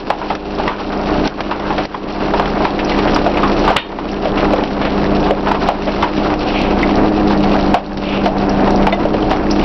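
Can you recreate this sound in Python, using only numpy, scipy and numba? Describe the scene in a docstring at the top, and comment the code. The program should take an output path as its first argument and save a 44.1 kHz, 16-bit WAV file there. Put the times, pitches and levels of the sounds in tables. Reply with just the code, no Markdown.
"""Bagged trash bursts, snaps and crinkles as a garbage truck packs it, heard from just behind the hopper.
Bursts, snaps and the one clank of the blade are volleys of noise through filters; clicks make the crinkle.
A bottle clinks and the steel rings in decaying modes; torn bags hiss and wrappers flick.
Behind them a diesel and its gear pump drone in sine lines; the pump surges at each strain and slowly
grows louder as the load firms up. A gain control ducks the mix at loud cracks and lets it swell back."""
import sys
import numpy as np
from scipy import signal
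from scipy.fft import rfft, irfft
from scipy.io import wavfile
from scipy.ndimage import uniform_filter1d
from numba import njit

SR = 44100
rng = np.random.default_rng(int(sys.argv[2]) if len(sys.argv) > 2 else 0)


def waveform_to_disk(signal):
    """Save audio, clipped to [-1, 1], as 16-bit WAV at the path in sys.argv[1]."""
    frames = np.transpose(np.atleast_2d(signal))
    scaled = np.clip(frames, -1, 1) * 32767
    samples = np.round(scaled).astype(np.int16)
    wavfile.write(sys.argv[1], SR, samples)


N = 425124
TIME = np.arange(N) / SR  # s


def undb(db):
    """Decibels to gain."""
    return 10 ** (np.asarray(db) / 20)


def unit(x):
    """Scale to rms 1."""
    return x / np.sqrt(np.mean(x ** 2))


def loudness(x, size=88):
    """Running rms over about two milliseconds."""
    return np.sqrt(np.abs(uniform_filter1d(x ** 2, size)))


def crest(x):
    """Scale a hit so that its loudest moment has rms 1."""
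    return x / loudness(x).max()


def add(track, s, x):
    """Mix a sound into a track at a time in seconds."""
    i = max(int(s * SR), 0)
    track[i:i + len(x)] += x[:max(N - i, 0)]


def walk(rate):
    """Slow random wander of rms near 1: levels held for 1 / rate seconds, smoothed twice."""
    hold = int(SR / rate)
    steps = np.repeat(rng.standard_normal(N // hold + 1), hold)
    smooth = uniform_filter1d(uniform_filter1d(steps, hold), hold)
    return unit(smooth[:N])


def swell(s, rise_s, fall_s):
    """A smooth hump of height 1 at a time, down to 1/e after its rise or fall time."""
    return np.exp(-((TIME - s) / np.where(TIME < s, rise_s, fall_s)) ** 2)


def colour(x, points, size=4096):
    """Causal minimum-phase filter through (f/Hz, level/dB) points, built from the cepstrum."""
    hz, db = np.transpose(points)
    f = np.maximum(np.fft.rfftfreq(size, 1 / SR), 1)
    response_db = np.interp(np.log(f), np.log(hz), db)
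    cepstrum = irfft(np.log(undb(response_db)))
    # folding the second half onto the first makes the filter causal
    cepstrum[1:size // 2] *= 2
    cepstrum[size // 2 + 1:] = 0
    impulse = irfft(np.exp(rfft(cepstrum)))
    return signal.fftconvolve(x, impulse)[:len(x)]


def resonate(x, hz, q):
    """One resonance, gain 1 at its centre."""
    return signal.lfilter(*signal.iirpeak(hz, q, fs=SR), x)


def grains(rate, spread_db):
    """Random clicks at a mean rate per second, a few much larger than the rest."""
    size = undb(spread_db * np.minimum(rng.exponential(size=N), 5))
    return (rng.random(N) < rate / SR) * size * rng.choice([-1, 1], N)


def fracture(decay_s, echo_db=-19, echo_s=0.027, size=14000):
    """A crack runs: a dense volley of tiny breaks dies away over its scatter between the hopper walls."""
    t = np.arange(size) / SR
    breaks, scatter = rng.standard_normal((2, size))
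    return breaks * np.exp(-t / decay_s) + undb(echo_db) * scatter * np.exp(-t / echo_s)


def hopper(clicks, wet_db, decay_s):
    """Every click comes from another place, so each trails its own dense reflections."""
    pole = np.exp(-1 / (decay_s * SR))
    energy = signal.lfilter([1 - pole], [1, -pole], clicks ** 2)
    return clicks + undb(wet_db) * np.sqrt(energy) * rng.standard_normal(N)


def ring(modes, spread, count=2, size=14000):
    """Decaying modes of a struck object; dents and the trash pressed on it detune and split them."""
    t = np.arange(size) / SR
    split = 1 + spread * rng.standard_normal((len(modes), count))
    out = np.zeros(size)
    for (hz, db, t60), cluster in zip(modes, split):
        decay = undb(db - 60 * t / t60)
        for detune in cluster:
            out += decay * np.sin(2 * np.pi * (hz * detune * t + rng.random()))
    return out


TOOTH_HZ, SAG_HZ_PER_S = 101.82, 0.33  # tooth rate at the start, and how it slows
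PUMP_DB, PUMP_RISE_DB_PER_S = -18, 0.0366
PUMP_IDLE_DB = -20  # load is counted in dB above this
STRAIN_RISE_S, STRAIN_RELAX_S = 0.12, 0.3
# the blade meets resistance and the engine answers
# (t/s at the height, pump gain level/dB, rise of the tooth rate f/Hz)
RESISTANCE = [(4.98, 1.2, .3), (6.19, .5, 2.5), (7.02, 4.8, 4.5), (7.37, 4.5, .5), (8.2, 2, .2),
              (8.72, 2, .3), (9.14, 1, 4.6), (9.52, 2, 1.8)]


def effort():
    """Tooth rate and pump level: a slow drift as the hopper fills, and a surge at every strain."""
    tooth_hz = TOOTH_HZ - SAG_HZ_PER_S * TIME
    pump_db = PUMP_DB + PUMP_RISE_DB_PER_S * TIME
    for s, gain_db, faster_hz in RESISTANCE:
        surge = swell(s, STRAIN_RISE_S, STRAIN_RELAX_S)
        tooth_hz = tooth_hz + faster_hz * surge
        pump_db = pump_db + gain_db * surge
    return tooth_hz, pump_db


ENGINE_GROWTH = 0.15  # dB gained per dB of pump load
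# harmonics of the diesel (multiple of the crank rate, level/dB at zero pump load)
ENGINE_LINES = [(3, -20), (6, -23.5), (15, -31), (26, -27.5), (34, -25.5), (49, -30.5), (59, -29.5)]


def engine(crank, load_db):
    """Six cylinders fire three times a turn; the upper lines waver more."""
    hum = np.zeros(N)
    for multiple, db in ENGINE_LINES:
        line = np.sin(round(multiple) * crank + 2 * np.pi * rng.random())
        waver = 1 + min(0.028 * multiple, .6) * walk(9)
        hum += undb(db) * np.sqrt(2) * line * waver
    return hum * undb(ENGINE_GROWTH * load_db)


PUMP_ROUGH = .14  # random flutter of each pump line
SHAKE_DB, SHAKE_GROWTH = -14, 0.43  # panel rumble at zero load; dB gained per dB of pump load
PANEL_HZ, PANEL_Q, PANEL_DB = 724, 30, -25  # a body panel hums at its own pitch; level at zero load
VALVE_HZ, VALVE_Q, VALVE_DB = 4550, 0.69, -43
# ripple of the oil (multiple of the tooth rate, level/dB above the idle pump,
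# dB gained per dB of pump load, dB gained per Hz of tooth rate)
PUMP_LINES = [(1, -16, 1, 1), (2, -.5, 1.3, -.8), (3, 3.5, .75, 1.3), (4, .6, 0, 2)]
# extra gain on the highest pump line (t/s, level/dB)
TOP_LINE_GAIN = [(3.5, 1.5), (4.3, 4.5), (5.9, 4), (6.1, -5), (7, -2)]
# spectrum of the shaken panels (f/Hz, relative level/dB per Hz)
RUMBLE_SPECTRUM = [(20, -7.5), (45, -11), (80, -16.5), (120, -7.5), (170, -6), (300, -2.5), (380, -5.5),
                   (460, -8), (700, -8.5), (1200, -23), (3000, -51)]


def pump(crank, tooth_hz, load_db):
    """Ten gear teeth a turn ripple the oil; firings jog the shaft and shake the panels; the valve hisses."""
    tooth = 10 * crank + 0.091 * np.sin(3 * crank) + 0.035 * walk(22)
    drone = np.zeros(N)
    for multiple, db, per_load, per_hz in PUMP_LINES:
        flutter = 1 + PUMP_ROUGH * (walk(26) + 1j * walk(29)) / np.sqrt(2)
        phase = round(multiple) * tooth + 2 * np.pi * rng.random()
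        ripple = (flutter * np.exp(1j * phase)).real
        line_db = PUMP_IDLE_DB + db + per_load * load_db + per_hz * (tooth_hz - TOOTH_HZ)
        if multiple == len(PUMP_LINES):
            line_db = line_db + np.interp(TIME, *np.transpose(TOP_LINE_GAIN))
        drone += undb(line_db) * unit(ripple)
    shake = rng.standard_normal(N) * (1 + 0.17 * np.sin(3 * crank)) * undb(0.93 * walk(10))
    panel = unit(resonate(resonate(shake, PANEL_HZ, PANEL_Q), PANEL_HZ, PANEL_Q))
    body = undb(SHAKE_DB) * unit(colour(shake, RUMBLE_SPECTRUM)) + undb(PANEL_DB) * panel
    valve = undb(VALVE_DB) * unit(resonate(rng.standard_normal(N), VALVE_HZ, VALVE_Q))
    return drone + body * undb(SHAKE_GROWTH * load_db) + valve


# levels at the start, and how they fade as the trash has less left to give
CRUNCH_DB, CRUNCH_FALL_DB_PER_S = -11, 0.57
CRINKLE_DB, CRINKLE_FALL_DB_PER_S = -25.5, 0.47
# bags crumple in a flurry (t/s at the height, crinkle gain level/dB, time to 1/e on either side t/s)
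CRUMPLE_FLURRIES = [(0.05, 6.5, 0.6), (1.25, 5.5, 0.04), (1.986, 3.5, 0.27), (3.496, 3, 0.86),
                    (5.548, 2, 0.35), (6.246, 5.5, 0.42), (7.402, 4.5, 0.39), (9.613, 5, 0.11)]


def yielding():
    """Levels of crunch and crinkle: both fade as the load firms up; crumpling bags lift the crinkle."""
    flurries_db = sum(db * swell(s, half_s, half_s) for s, db, half_s in CRUMPLE_FLURRIES)
    crunch_db = CRUNCH_DB - CRUNCH_FALL_DB_PER_S * TIME
    crinkle_db = CRINKLE_DB - CRINKLE_FALL_DB_PER_S * TIME + flurries_db
    return crunch_db, crinkle_db


FITS_DB = 1.7  # depth of each of the two random walks that gather the clicks
# dull crunching inside the load (f/Hz, relative level/dB per Hz)
CRUNCH_SPECTRUM = [(150, -20), (350, 1.5), (520, -1), (760, 1), (1000, -3), (1300, -5.5), (1800, -13),
                   (2600, -19), (5000, -53.5)]
# thin film on top (f/Hz, relative level/dB per Hz)
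CRINKLE_SPECTRUM = [(500, -21.5), (1200, 4), (2000, 4.5), (2700, 13), (3400, 6.5), (4200, 7.5), (5600, 0.5),
                    (8000, -24)]


def load(crunch_db, crinkle_db):
    """The load gives way in fits: dull crunching inside, thin film crinkling on top."""
    fits = walk(30)  # shared by both layers
    crunch_clicks = grains(rate=900, spread_db=1.5) * undb(FITS_DB * (fits + walk(60)))
    crunch = hopper(crunch_clicks, wet_db=0.5, decay_s=0.0032)
    crinkle_clicks = grains(rate=1100, spread_db=4.0) * undb(FITS_DB * (fits + walk(55)))
    crinkle = hopper(crinkle_clicks, wet_db=3.5, decay_s=0.0055)
    dull = unit(colour(crunch, CRUNCH_SPECTRUM)) * undb(crunch_db)
    bright = unit(colour(crinkle, CRINKLE_SPECTRUM)) * undb(crinkle_db)
    return dull + bright


# level at 1 kHz, its slope with pitch, how far a few stand out
CRACKLE_DB, CRACKLE_DB_PER_OCTAVE, CRACKLE_SCATTER_DB = -16, -2.3, 2.2
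CRACKLE_LOW_HZ, CRACKLE_HIGH_HZ, CRACKLE_Q, CRACKLE_DECAY_S = 615, 5040, 4, .0016


def crackles(count=300):
    """Bits of packaging crack one by one, each at its own pitch; smaller ones are higher, mostly fainter."""
    out = np.zeros(N)
    for when, small, chance in rng.random((count, 3)):
        hz = CRACKLE_LOW_HZ * (CRACKLE_HIGH_HZ / CRACKLE_LOW_HZ) ** small
        stand_out_db = CRACKLE_SCATTER_DB * min(-np.log(1 - chance), 2)
        db = CRACKLE_DB + CRACKLE_DB_PER_OCTAVE * np.log2(hz / 1000) + stand_out_db
        crack = resonate(fracture(CRACKLE_DECAY_S, size=3000), hz, CRACKLE_Q)
        add(out, when * N / SR, undb(db) * crest(crack))
    return out


FLICK_HZ, FLICK_DECAY_S = 5250, 0.0046
# stiff wrappers flicking over (t/s, level/dB)
WRAPPER_FLICKS = [(2.846, -17.5), (3.145, -13), (4.115, -17), (8.493, -17), (9.509, -9.5)]


def ticks():
    """Stiff wrappers flip over in single bright flicks."""
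    out = np.zeros(N)
    for s, db in WRAPPER_FLICKS:
        flick = resonate(resonate(fracture(FLICK_DECAY_S), FLICK_HZ, 3), FLICK_HZ, 3)
        add(out, s, undb(db) * crest(flick))
    return out


# air squeezed out of bags (t/s at the height, level/dB before flutter, time to 1/e on either side t/s)
AIR_JETS = [(6.587, -20.5, 0.14), (8.12, -22, 0.078)]


def air():
    """A squeezed bag hisses through a tear, swelling and fading."""
    jet = resonate(resonate(rng.standard_normal(N), 2600, 2.8), 2600, 1.9)
    flow = sum(undb(db) * swell(s, half_s, half_s) for s, db, half_s in AIR_JETS)
    flutter = undb(2.7 * walk(40))
    return unit(jet) * flow * flutter


# a bottle knocked (t/s, level/dB of the ring, brightness tilt in dB per octave above the lowest mode)
BOTTLE_CLINKS = [(0.679, -3, -3), (2.917, -9.5, -4), (6.829, -6, -2.5), (8.924, -4, 7)]
# modes of the glass (f/Hz, relative level/dB before the tilt, time to fall 60 dB t/s)
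BOTTLE_MODES = [(1895, -8, .08), (2030, 0, .085), (2245, -3, .06), (2552, -9, .05), (2961, -11, .055),
                (3587, -9, .075), (4235, -20, .04)]


def bottle():
    """A short contact tick and the quickly muffled ring of the glass; a harder contact rings brighter."""
    out = np.zeros(N)
    lowest_hz = BOTTLE_MODES[0][0]
    for s, db, bright_db in BOTTLE_CLINKS:
        modes = [(hz, mode_db + bright_db * np.log2(hz / lowest_hz), t60)
                 for hz, mode_db, t60 in BOTTLE_MODES]
        tick = crest(colour(fracture(decay_s=.005), SNAP_SPECTRUM))
        glass = crest(ring(modes, spread=.007))
        add(out, s, undb(db) * (glass + undb(-6) * tick))
    return out


# hard plastic snapping (t/s, crack level/dB, splinter level/dB relative to the crack, crack decay t/s)
PLASTIC_SNAPS = [(0.351, 2, 11, 0.012), (0.678, 2, 10.5, 0.03), (1.275, -1.5, 15, 0.02),
                 (1.405, 5.5, 2.5, 0.0061), (1.51, -2.5, 12, 0.02), (1.78, -1, 5.5, 0.022),
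                 (1.853, 1, 16, .01), (2.456, -5, 7.5, 0.0092), (2.65, -5, 9.5, 0.02),
                 (2.79, -3.5, -8, 0.018), (2.947, -7.5, -1, 0.0065), (2.988, -4.5, -6, 0.015),
                 (3.074, -6, -4, 0.023), (3.189, -6, 3, 0.0079), (3.371, -4, -1, 0.014),
                 (3.917, -4, 7, 0.0087), (4.373, -6, 2, 0.023), (4.637, -1, 8, 0.011),
                 (4.814, -5, -1, 0.038), (4.85, -1.5, 2, 0.028), (6.024, 0, 3, 0.021),
                 (6.339, -3.5, 8, 0.007), (7.972, -7.5, 13.5, 0.0083), (8.258, -.5, 0.5, 0.01),
                 (8.677, -11, -1, 0.008), (8.829, -13, -1, 0.0057), (9.313, -2.5, -9, 0.0094)]
# dry crack, also in the bottle's tick and the bursts (f/Hz, relative level/dB per Hz)
SNAP_SPECTRUM = [(200, 4), (600, 9.5), (1100, 2), (1900, -0.5), (3000, -2), (4200, -13), (5400, -20.5),
                 (8000, -41), (15000, -5.5)]
# bright splintering top end, also in the clank (f/Hz, relative level/dB per Hz)
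SPLINTER_SPECTRUM = [(2000, -35), (4200, -11), (6000, -18), (8000, 15.5), (18000, -14.5)]


def snaps():
    """Brittle plastic breaks with a dry crack and a bright splinter."""
    out = np.zeros(N)
    for s, db, splinter_db, decay_s in PLASTIC_SNAPS:
        crack = crest(colour(fracture(decay_s), SNAP_SPECTRUM))
        splinter = crest(colour(fracture(decay_s=0.0061), SPLINTER_SPECTRUM))
        add(out, s, undb(db) * (crack + undb(splinter_db) * splinter))
    return out


# the steel blade slips once; jolt and ring levels are those before the build-up
CLANK_S, CLANK_DB, CLANK_ATTACK_S, CLANK_DECAY_S = 3.763, 17, 0.002, 0.018
CLANK_RING_DB, CLANK_SPLINTER_DB = 2, 13
# spectrum of the jolt (f/Hz, relative level/dB per Hz)
CLANK_SPECTRUM = [(300, 2), (900, 5), (2000, 2.5), (3200, 7.5), (4300, -13), (5500, -27), (9000, -16)]
# modes of the blade (f/Hz, relative level/dB, time to fall 60 dB t/s)
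STEEL_MODES = [(931, -4, .4), (1798, -4, .35), (2320, -6, .35), (2900, -1, .3), (3311, 1, .22),
               (3671, -4, .35), (4350, -9, .3)]


def clank():
    """Something hard gives way under the blade: a sharp splinter, a rough jolt, then the steel rings on."""
    out = np.zeros(N)
    splinter = crest(colour(fracture(decay_s=0.02), SPLINTER_SPECTRUM))
    add(out, CLANK_S, undb(CLANK_SPLINTER_DB) * splinter)
    rough = fracture(CLANK_DECAY_S, echo_db=-15, echo_s=0.042)
    jolt = undb(CLANK_DB) * crest(colour(rough, CLANK_SPECTRUM))
    steel = undb(CLANK_RING_DB) * crest(ring(STEEL_MODES, spread=.03, count=4))
    build_up = 1 - np.exp(-np.arange(len(jolt)) / SR / CLANK_ATTACK_S)
    add(out, CLANK_S, (jolt + steel) * build_up)
    return out


HOLLOW_Q, HOLLOW_ECHO_DB = 3.2, -9.5  # sharpness of a burst's resonance; its scatter off the hopper walls
# bags and boxes bursting (t/s, level/dB, body resonance f/Hz, decay of the tear t/s)
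BAG_BURSTS = [(0.102, 15.5, 786, 0.006), (0.215, 3.5, 940, 0.0017), (0.301, 6, 816, 0.019),
              (0.599, 1, 810, 0.0048), (0.634, -5, 710, 0.01), (0.677, 5.5, 970, 0.049),
              (1.513, 4.5, 1030, 0.011), (1.704, 0.5, 950, 0.014), (1.782, -3, 780, 0.0087),
              (1.943, 5, 950, 0.011), (2.336, 0.5, 735, 0.022), (2.396, 2.5, 760, 0.005),
              (2.425, -2.5, 790, 0.006), (2.652, 3.5, 880, 0.0058), (3.162, -1, 940, 0.013),
              (3.263, 2, 696, 0.013), (3.431, -3, 1070, 0.038), (3.677, 1.5, 970, 0.072),
              (3.705, 7, 740, 0.013), (3.986, 1.5, 930, 0.0086), (4.054, -1.5, 580, 0.0051),
              (4.255, 1, 560, 0.0033), (4.534, 0.5, 550, .006), (5.26, -7, 910, 0.044),
              (5.308, 6.5, 540, 0.0057), (5.471, -2.5, 920, 0.018), (5.514, -1, 900, 0.012),
              (5.545, -2, 910, 0.017), (5.687, 8.5, 720, 0.02), (5.872, 0.5, 590, 0.035),
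              (6.028, 7, 970, 0.023), (6.177, 2, 274, 0.0065), (6.891, -4.5, 790, .0066),
              (7.307, -5, 930, 0.011), (7.438, -5.5, 746, 0.018), (7.742, 12.5, 720, 0.024),
              (8.258, 2, 704, 0.0027), (8.674, -3.5, 710, 0.005), (8.868, 3.5, 810, 0.026),
              (8.927, 1.5, 696, 0.017), (9.053, 1.5, 545, 0.0057), (9.14, -1.5, 566, 0.01),
              (9.312, 1, 740, 0.02)]


def bursts():
    """Each bag or box tears open and rings its own hollow."""
    out = np.zeros(N)
    for s, db, hz, decay_s in BAG_BURSTS:
        tear = fracture(decay_s, echo_db=HOLLOW_ECHO_DB)
        hollow = resonate(resonate(tear, hz, HOLLOW_Q), 0.8 * hz, 1.05)
        edge = crest(colour(tear, SNAP_SPECTRUM))
        add(out, s, undb(db) * crest(crest(hollow) + undb(-7.5) * edge))
    return out


def scene():
    """The engine drives the pump, the pump drives the blade into the load."""
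    tooth_hz, pump_db = effort()
    load_db = pump_db - PUMP_IDLE_DB
    crank = 2 * np.pi * np.cumsum(tooth_hz / 10) / SR  # radians
    trash = load(*yielding()) + crackles() + ticks() + air() + bursts() + snaps() + clank() + bottle()
    machine = engine(crank, load_db) + pump(crank, tooth_hz, load_db)
    return (machine + trash)[None]


@njit
def follow(over, start, release):
    """Jumps to each peak, then sinks back towards the present level."""
    held, e = np.empty(len(over)), start
    for i in range(len(over)):
        e = max(over[i], e + (over[i] - e) * release)
        held[i] = e
    return held


def gain_control(x, knee_db, start_db, attack_s, release_s):
    """Turns the sound down quickly by what it exceeds the knee, and recovers slowly."""
    over = np.maximum(loudness(x) / undb(knee_db), 1)
    gain = 1 / follow(over, float(undb(start_db)), 1 / (release_s * SR))
    pole = np.exp(-1 / (attack_s * SR))
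    # smoothing starts from the first gain, so there is no fade-in from silence
    smooth_gain = gain[0] + signal.lfilter([1 - pole], [1, -pole], gain - gain[0])
    return x * smooth_gain


BAND_HZ, TOP_HZ = 5800, 15800  # low-pass corners before and after clipping


def record(dry):
    """Gain control, a steep low-pass, soft clipping of the overshoots and a last low-pass."""
    ridden = undb(-2.5) * gain_control(dry[0], knee_db=-3.5, start_db=17.0, attack_s=.0019, release_s=0.2)
    narrow = signal.sosfilt(signal.cheby1(14, .3, BAND_HZ, fs=SR, output="sos"), ridden)
    clipped = narrow / (1 + (narrow / .74) ** 10) ** (1 / 10)  # bends over near a ceiling of 0.74
    return signal.sosfilt(signal.ellip(8, .2, 70, TOP_HZ, fs=SR, output="sos"), clipped)[None]


dry = scene()
out = record(dry)
waveform_to_disk(out)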